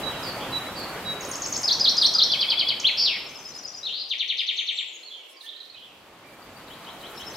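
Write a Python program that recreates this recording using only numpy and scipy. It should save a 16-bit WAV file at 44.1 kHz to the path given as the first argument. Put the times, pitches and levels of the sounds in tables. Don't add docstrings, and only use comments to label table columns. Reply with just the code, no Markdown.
import sys
import numpy as np
from scipy import signal
from scipy.io import wavfile
from scipy.ndimage import uniform_filter1d

SR = 44100
rng = np.random.default_rng(int(sys.argv[2]) if len(sys.argv) > 2 else 0)


def invert_db(level):
    return 10 ** (np.asarray(level, dtype=float) / 20)


def file_out(sig):
    cols = np.atleast_2d(sig).T
    lim = np.clip(cols, -1, 1)
    pcm = np.round(lim * 32767).astype(np.int16)
    wavfile.write(sys.argv[1], SR, pcm)


N = 324576


def evened(x):
    return x / np.sqrt(np.mean(x ** 2) + 1e-20)


def band_evened(x, lo_hz, hi_hz):
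    hz, power = signal.welch(x.mean(0), SR, nperseg=4096)
    band = (hz > lo_hz) & (hz < hi_hz)
    return x / np.sqrt(power[band].sum() * hz[1])


def read(points, hz):
    f, value = np.transpose(points)
    return np.interp(np.log(hz + 1), np.log(f + 1), value)


def add(mix, s, sound):
    part = mix[..., round(s * SR):][..., :sound.shape[-1]]
    part += sound[..., :part.shape[-1]]


def hiss(colour, side_db, patchy_db, flicker_db):
    frames, hz = N // 256 + 5, np.fft.rfftfreq(1024, 1 / SR)
    a, b, c, d, patches = rng.standard_normal((frames, 513, 5)).T
    patches = uniform_filter1d(patches, size=12, axis=0)
    patches = evened(uniform_filter1d(patches, size=10, axis=1))
    gushes = evened(uniform_filter1d(rng.standard_normal(frames), size=6))
    mid = a + 1j * b
    side = (c + 1j * d) * invert_db(np.minimum(read(side_db, hz), 0))[:, None]
    z = np.array([mid + side, mid - side])
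    z *= invert_db(read(colour, hz)[:, None] + patchy_db * patches + flicker_db * gushes)
    return signal.istft(z, nperseg=1024, noverlap=768)[1][:, :N]


# (f/Hz, level/dB per Hz)
RUSH = [(15, -52), (25, -23.5), (102, -4.5), (279, -3), (469, -4), (543, -2), (1220, -5), (1690, -9.5),
        (3280, -14.5), (3620, -17.5), (3990, -18.5), (4300, -20), (9000, -32.5), (11700, -61),
        (19800, -120)]
# (f/Hz, side minus mid level/dB)
RUSH_SIDE = [(60, -30), (110, -46), (200, -65), (380, -17), (700, -18.5), (1290, -12), (2380, -5),
             (4400, 1), (8120, 8), (15000, 0)]
# (f/Hz, level/dB per Hz)
SPRAY = [(5000, -18), (7000, -0.5), (9500, -1.5), (12000, 1.5), (14000, -1), (16000, -7)]


def water():
    fade_out_s, fade_in_s, span_s = 4.32, 5.6, 4.3
    rush_db, spray_db, air_db = -48.5, -58, -76.5
    t = np.arange(N) / SR
    water_fade = np.maximum(np.maximum(fade_out_s - t, t - fade_in_s), 0) / span_s
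    rush = band_evened(hiss(RUSH, RUSH_SIDE, patchy_db=1.15, flicker_db=0.47), 50, 150)
    spray = band_evened(hiss(SPRAY, [(1, 0)], patchy_db=0.6, flicker_db=1.65), 9520, 11630)
    bend = np.where(t < fade_in_s, 1.04, 0.96)
    mist = np.hypot(invert_db(spray_db) * np.tanh((1.92 * water_fade) ** 1.38), invert_db(air_db))
    return rush * invert_db(rush_db) * water_fade ** bend + spray * mist


# (f/Hz, level/dB per Hz)
WOOD = [(100, -51), (150, -30), (200, -19), (310, -1.5), (530, 0.5), (1600, -9), (2200, -5), (3200, -4),
        (5200, -11), (9000, -24.5), (16000, -52)]
# (t/s, level/dB)
WOOD_LEVEL = [
    (0, -65),
    (1.0, -58),
    (2.6, -51.5),
    (3.8, -51.5),
    (4.2, -54.5),
    (5.6, -53),
    (6.3, -59),
    (7.36, -55),
]


def woodland():
    wood = evened(hiss(WOOD, [(1, -3)], patchy_db=1.3, flicker_db=.3))
    return wood * invert_db(np.interp(np.arange(N) / SR, *np.transpose(WOOD_LEVEL)))


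def whistle(hz, level_db, fade, overtone_db):
    turn = 2 * np.pi * np.cumsum(hz) / SR
    beak_db = overtone_db - 12 * ((3 * hz - 12900) / 1500) ** 2
    tone = np.sin(turn) + invert_db(beak_db) * np.sin(3 * turn)
    return np.sqrt(2) * invert_db(level_db) * tone * signal.windows.tukey(len(hz), fade)


def warble(t, hz, db, depth, fade, overtone_db):
    warble_hz = 193.7
    wander = evened(uniform_filter1d(rng.standard_normal(len(t)), size=400))
    shake = 2 * np.pi * warble_hz * t + 0.71 * wander
    return whistle(hz + depth * np.sin(shake), db, fade, overtone_db)


# (f/Hz, t/s)
TREES = [(1000, 0.11), (2500, 0.95), (4500, 0.53), (7000, 0.9), (12000, 0.052)]


def trees(x, wet_db, near_db, near_s, same):
    taps = np.zeros((2, SR))
    at = np.arange(0, SR - 20, 20) + rng.integers(0, 20, (2, SR // 20 - 1))
    np.put_along_axis(taps, at, rng.choice([-1., 1.], at.shape), axis=1)
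    taps[1] = same * taps[0] + np.sqrt(1 - same ** 2) * taps[1]
    lag = np.arange(SR) / SR
    near = 1 + invert_db(near_db) * np.exp(-lag / near_s)
    taps *= np.minimum(lag / 0.0018, 1) * near
    hz, t, z = signal.stft(taps, SR, nperseg=256)
    tail = signal.istft(z * invert_db(-60 * t / read(TREES, hz)[:, None]), SR, nperseg=256)[1]
    echo = signal.fftconvolve(x, tail / np.linalg.norm(tail[0]), axes=1)[:, :N]
    return x + invert_db(wet_db) * echo


# (t/s, length t/s, start f/Hz, end f/Hz, level/dB)
PIPER = [
    (0.024, 0.074, 3934, 3872, -33),
    (0.515, 0.087, 3972, 3903, -34.5),
    (1.042, 0.11, 3889, 3840, -36.5),
]
SEEPS = [
    (1.28, 0.041, 9650, 8860, -46.5),
    (1.612, .03, 9450, 9100, -52),
    (2.022, .028, 9500, 8330, -44.5),
    (4.714, 0.088, 8000, 7260, -58),
    (4.74, 0.068, 7260, 7320, -54),
    (4.881, 0.036, 7030, 6750, -62),
    (4.924, 0.047, 6740, 6660, -55),
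]
CHIPS = [(3.517, 0.017, 4270, 3960, -53), (5.030, 0.012, 4420, 4020, -45),
         (5.047, 0.029, 4480, 4280, -46.5), (5.081, 0.014, 4320, 3900, -44),
         (5.295, 0.033, 5480, 5480, -63.5), (5.366, 0.012, 5170, 4460, -51),
         (5.406, 0.013, 4750, 3450, -43.5), (5.445, 0.0058, 4700, 4200, -50),
         (5.49, 0.0078, 4300, 3400, -38), (5.531, 0.012, 3330, 3100, -48), (5.559, 0.0123, 3430, 4330, -43),
         (5.603, 0.0105, 4570, 3640, -39.5), (5.650, 0.014, 5600, 4000, -57),
         (5.698, 0.0072, 3900, 4500, -43), (5.745, 0.0069, 4200, 3730, -44)]
COOS = [
    (5.182, 0.049, 2320, 2240, -59.5),
    (5.339, 0.025, 2310, 2275, -61),
    (5.434, 0.04, 1794, 1800, -55),
    (5.530, 0.157, 1850, 1790, -69),
    (5.739, 0.032, 2580, 2490, -57),
    (6.23, 0.11, 2390, 2297, -61),
]
BLIPS = [
    (2.152, 0.018, 1426, 1220, -35.5),
    (2.520, 0.019, 960, 894, -37.5),
    (5.296, 0.13, 1093, 1058, -65),
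]
PIPS = [
    (6.285, .02, 4630, 4610, -71),
    (6.417, 0.018, 4550, 4640, -62),
    (6.553, 0.027, 4380, 4680, -60),
]
# (table of notes, left minus right level/dB)
PERCHES = [
    (PIPER, -4.5),
    (SEEPS, -7.5),
    (CHIPS, -5.5),
    (COOS, -7),
    (BLIPS, 2.5),
    (PIPS, 16),
]
# (t/s, length t/s, start f/Hz, end f/Hz, level/dB)
RASPS = [(0.093, 0.088, 3380, 2620, -46), (0.226, .035, 5210, 4580, -40.5), (0.257, 0.052, 4634, 4430, -37),
         (0.391, 0.077, 3100, 3410, -45.5), (0.745, 0.12, 4646, 4280, -40.5),
         (4.378, .04, 4900, 4780, -42.5), (4.514, 0.053, 7160, 7460, -63.5),
         (4.551, 0.077, 6300, 6330, -52.5), (5.097, 0.083, 3464, 3176, -44),
         (5.191, 0.083, 3120, 2695, -55), (5.453, .05, 3026, 3795, -44.5), (5.503, 0.059, 3480, 2966, -53),
         (5.756, 0.037, 2975, 3260, -48.5), (5.804, .06, 3000, 3380, -50.5),
         (5.867, 0.057, 2900, 2580, -59)]


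def far_birds():
    overtone_db = -58
    out = np.zeros((2, N))
    for bird, pan_db in PERCHES:
        for s, length, start_hz, end_hz, db in bird:
            u = np.linspace(0, 1, round(length * SR))
            hz = start_hz + (end_hz - start_hz) * u ** 0.673
            add(out, s, whistle(hz, db, 0.47, overtone_db) * invert_db([[pan_db / 2], [-pan_db / 2]]))
    for s, length, start_hz, end_hz, db in RASPS:
        t = np.arange(round(length * SR)) / SR
        hz = start_hz + (end_hz - start_hz) * t / length
        rasp = warble(t, hz, db, 210, 0.5, overtone_db)
        add(out, s, rasp * invert_db([[-1.6], [1.6]]))
    return trees(out, 0.44, 2.5, 0.0077, 0.38)


def song(parts, strokes, overtone_db):
    out = np.zeros(N)
    for shape, repeats in parts:
        for start, level_db, pitch in repeats:
            for at, length, start_hz, end_hz, peak_db in shape:
                u = np.linspace(0, 1, round(length * SR))
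                from_db, peak, to_db, bend = strokes[int(end_hz > start_hz)]
                swell_db = np.interp(u, [0, peak, 1], [from_db, 0, to_db])
                hz = pitch * (start_hz + (end_hz - start_hz) * u ** bend)
                add(out, start + at, whistle(hz, level_db + peak_db + swell_db, 0.18, overtone_db))
    return out


def buzz(rows, overtone_db):
    s, hz, db = np.transpose(rows)
    t = np.arange(s[0], s[-1], 1 / SR)
    hz = np.interp(t, s, hz)
    out = np.zeros(N)
    add(out, s[0], warble(t, hz, np.interp(t, s, db), 0.1 * hz, 0.12, overtone_db))
    return out


# (t/s after its start, length t/s, start f/Hz, end f/Hz, peak level/dB)
SIP = [
    (0, 0.0073, 7160, 5880, 2),
    (.008, 0.0112, 5800, 3800, -11),
    (.018, 0.024, 5730, 5260, -7),
    (.035, 0.0068, 3690, 5900, -4),
    (.041, .005, 5710, 6900, 2.5),
    (.046, .011, 7000, 8020, -13),
]
SWOOP = [
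    (0, 0.00544, 7430, 4170, -8),
    (.005, .005, 4320, 5170, -9),
    (.009, 0.0187, 5260, 4910, -3.5),
    (.044, 0.027, 5600, 3078, -0.5),
    (.075, .019, 3525, 4660, 2.5),
    (.093, 0.0094, 4520, 6100, -3.5),
]
CHOP = [
    (0, 0.016, 3390, 3445, -4.5),
    (.014, 0.00595, 3750, 5340, -10),
    (.020, 0.0137, 5380, 3600, 1.5),
    (.037, 0.0074, 3440, 2950, 2),
    (.046, .017, 2900, 2050, -12),
]
TURN = [
    (0, .007, 8030, 4000, -13),
    (.034, 0.0105, 2040, 2820, -20),
    (.044, 0.0186, 2796, 3680, -0.5),
    (.065, .017, 3550, 4480, -1),
    (.083, 0.018, 3530, 1950, -9),
]
# (syllable, its repeats as (t/s, level/dB, pitch factor))
FIRST = [
    (SIP, [(1.101, -53, 1), (1.207, -35.5, 1), (1.313, -30.5, 1), (1.419, -27, 1), (1.524, -24.5, .99)]),
    (SWOOP, [(1.631, -18, 1.018), (1.797, -15.5, 0.98), (1.968, -15, 0.98), (2.138, -15, .97)]),
    (CHOP, [(2.298, -19, 1.01), (2.390, -19, 1.0), (2.481, -18, 1.0), (2.573, -18.5, .99), (2.666, -19.5, .99)]),
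    (TURN, [(2.799, -14.5, 0.99)]),
]
# (start level/dB, peak place 0-1, end level/dB, bend: under 1 fast at first)
FIRST_STROKES = [
    (-7, .3, -9, .62),
    (-8, .62, -7, .8),
]
# (t/s, f/Hz, level/dB)
FIRST_BUZZ = [
    (2.964, 4950, -36),
    (2.990, 4860, -21.5),
    (3.045, 4960, -24),
    (3.062, 4270, -20.5),
    (3.082, 3303, -23),
    (3.105, 2640, -31.5),
    (3.150, 2184, -38),
    (3.185, 2090, -38),
]


def first_finch():
    overtone_db = -34.5
    voice = song(FIRST, FIRST_STROKES, overtone_db) + buzz(FIRST_BUZZ, overtone_db)
    return trees(voice * invert_db([[.3], [-.3]]), -1.8, 5.8, 0.013, 0.65)


# (t/s after its start, length t/s, start f/Hz, end f/Hz, peak level/dB)
TSEE = [
    (0, .008, 4300, 5250, -9),
    (.005, .034, 5330, 5050, 1),
    (.030, .010, 8000, 5600, -13),
    (.036, .022, 7200, 6900, -14),
    (.042, .028, 6100, 5800, -4),
]
LEAD = [
    (0, 0.016, 3840, 4020, -4.5),
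    (.023, 0.0067, 4060, 4300, 0),
    (.031, .018, 4250, 3000, 3),
]
CHEW = [
    (0, .008, 5000, 6670, -22),
    (.009, .049, 4750, 1745, 0),
]
# (syllable, its repeats as (t/s, level/dB, pitch factor))
SECOND = [
    (TSEE, [(3.245, -44, 1.03), (3.342, -41, 1.02), (3.441, -38, 1), (3.537, -38, .98), (3.633, -36, .97), (3.730, -38, .965)]),
    (LEAD, [(3.830, -29, 1)]),
    (CHEW, [(4.089, -25, 1), (4.181, -24, 1), (4.276, -24, 1), (4.369, -24, 1), (4.464, -24, 1), (4.564, -25, 1), (4.664, -25, 1), (4.763, -27, 1)]),
]
# (start level/dB, peak place 0-1, end level/dB, bend)
SECOND_STROKES = [
    (-11, 0.37, -20.5, 0.81),
    (-3, 0.53, -6, .9),
]
# (t/s, f/Hz, level/dB)
SECOND_BUZZ = [
    (3.879, 2750, -43),
    (3.900, 3106, -35.5),
    (3.945, 4025, -35),
    (3.995, 4490, -37.5),
    (4.030, 4480, -32),
]


def second_finch():
    overtone_db = -58
    voice = song(SECOND, SECOND_STROKES, overtone_db) + buzz(SECOND_BUZZ, overtone_db)
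    return trees(voice * invert_db([[1.8], [-1.8]]), 1.0, 2.5, 0.013, 0.47)


# (t/s, length t/s, level/dB)
RUSTLES = [
    (3.538, 0.055, -55),
    (4.37, 0.11, -60),
    (5.02, 0.033, -62),
    (5.268, 0.09, -56),
    (5.375, 0.14, -54),
]
# (f/Hz, level/dB per Hz)
LEAVES = [(2000, -27), (5000, -3), (8000, 0), (12000, -4), (15000, -12)]


def rustles():
    shape = np.zeros(N)
    for s, length, db in RUSTLES:
        add(shape, s, invert_db(db) * np.hanning(round(length * SR)))
    return shape * evened(hiss(LEAVES, [(1, 0)], patchy_db=-5.5, flicker_db=-1.0))


# (t/s after its start, length t/s, start f/Hz, end f/Hz, peak level/dB)
RISE = [
    (0, 0.017, 5030, 3520, -1),
    (.030, 0.0332, 2870, 3500, 1),
    (.061, .013, 3450, 4300, -1.5),
]
# (syllable, its repeats as (t/s, level/dB, pitch factor))
THIRD = [
    (RISE, [(6.670, -50, 1), (6.836, -48, 1), (7.001, -47, 1), (7.166, -46, 1), (7.332, -44, 1)]),
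    (TSEE, [(7.150, -47, 1.05), (7.248, -43, 1.04), (7.348, -39, 1.01)]),
]
# (start level/dB, peak place 0-1, end level/dB, bend)
THIRD_STROKES = [
    (-11, 1, -10, .8),
    (1, 0.44, -4, 0.76),
]


def third_finch():
    voice = song(THIRD, THIRD_STROKES, -58)
    return trees(voice * invert_db([[1.6], [-1.6]]), 1.0, 2.5, 0.013, 0.47)


def scene():
    birds = far_birds() + first_finch() + second_finch() + third_finch()
    return water() + woodland() + birds + rustles()


def band_limit(x):
    return signal.sosfilt(signal.butter(12, 16490, fs=SR, output="sos"), x)


def record(dry):
    lowpass = signal.firwin(1023, 15850, window=("kaiser", 9), fs=SR)
    limited = signal.oaconvolve(dry, lowpass[None], "same")
    return band_limit(limited)


dry = scene()
out = record(dry)
file_out(out)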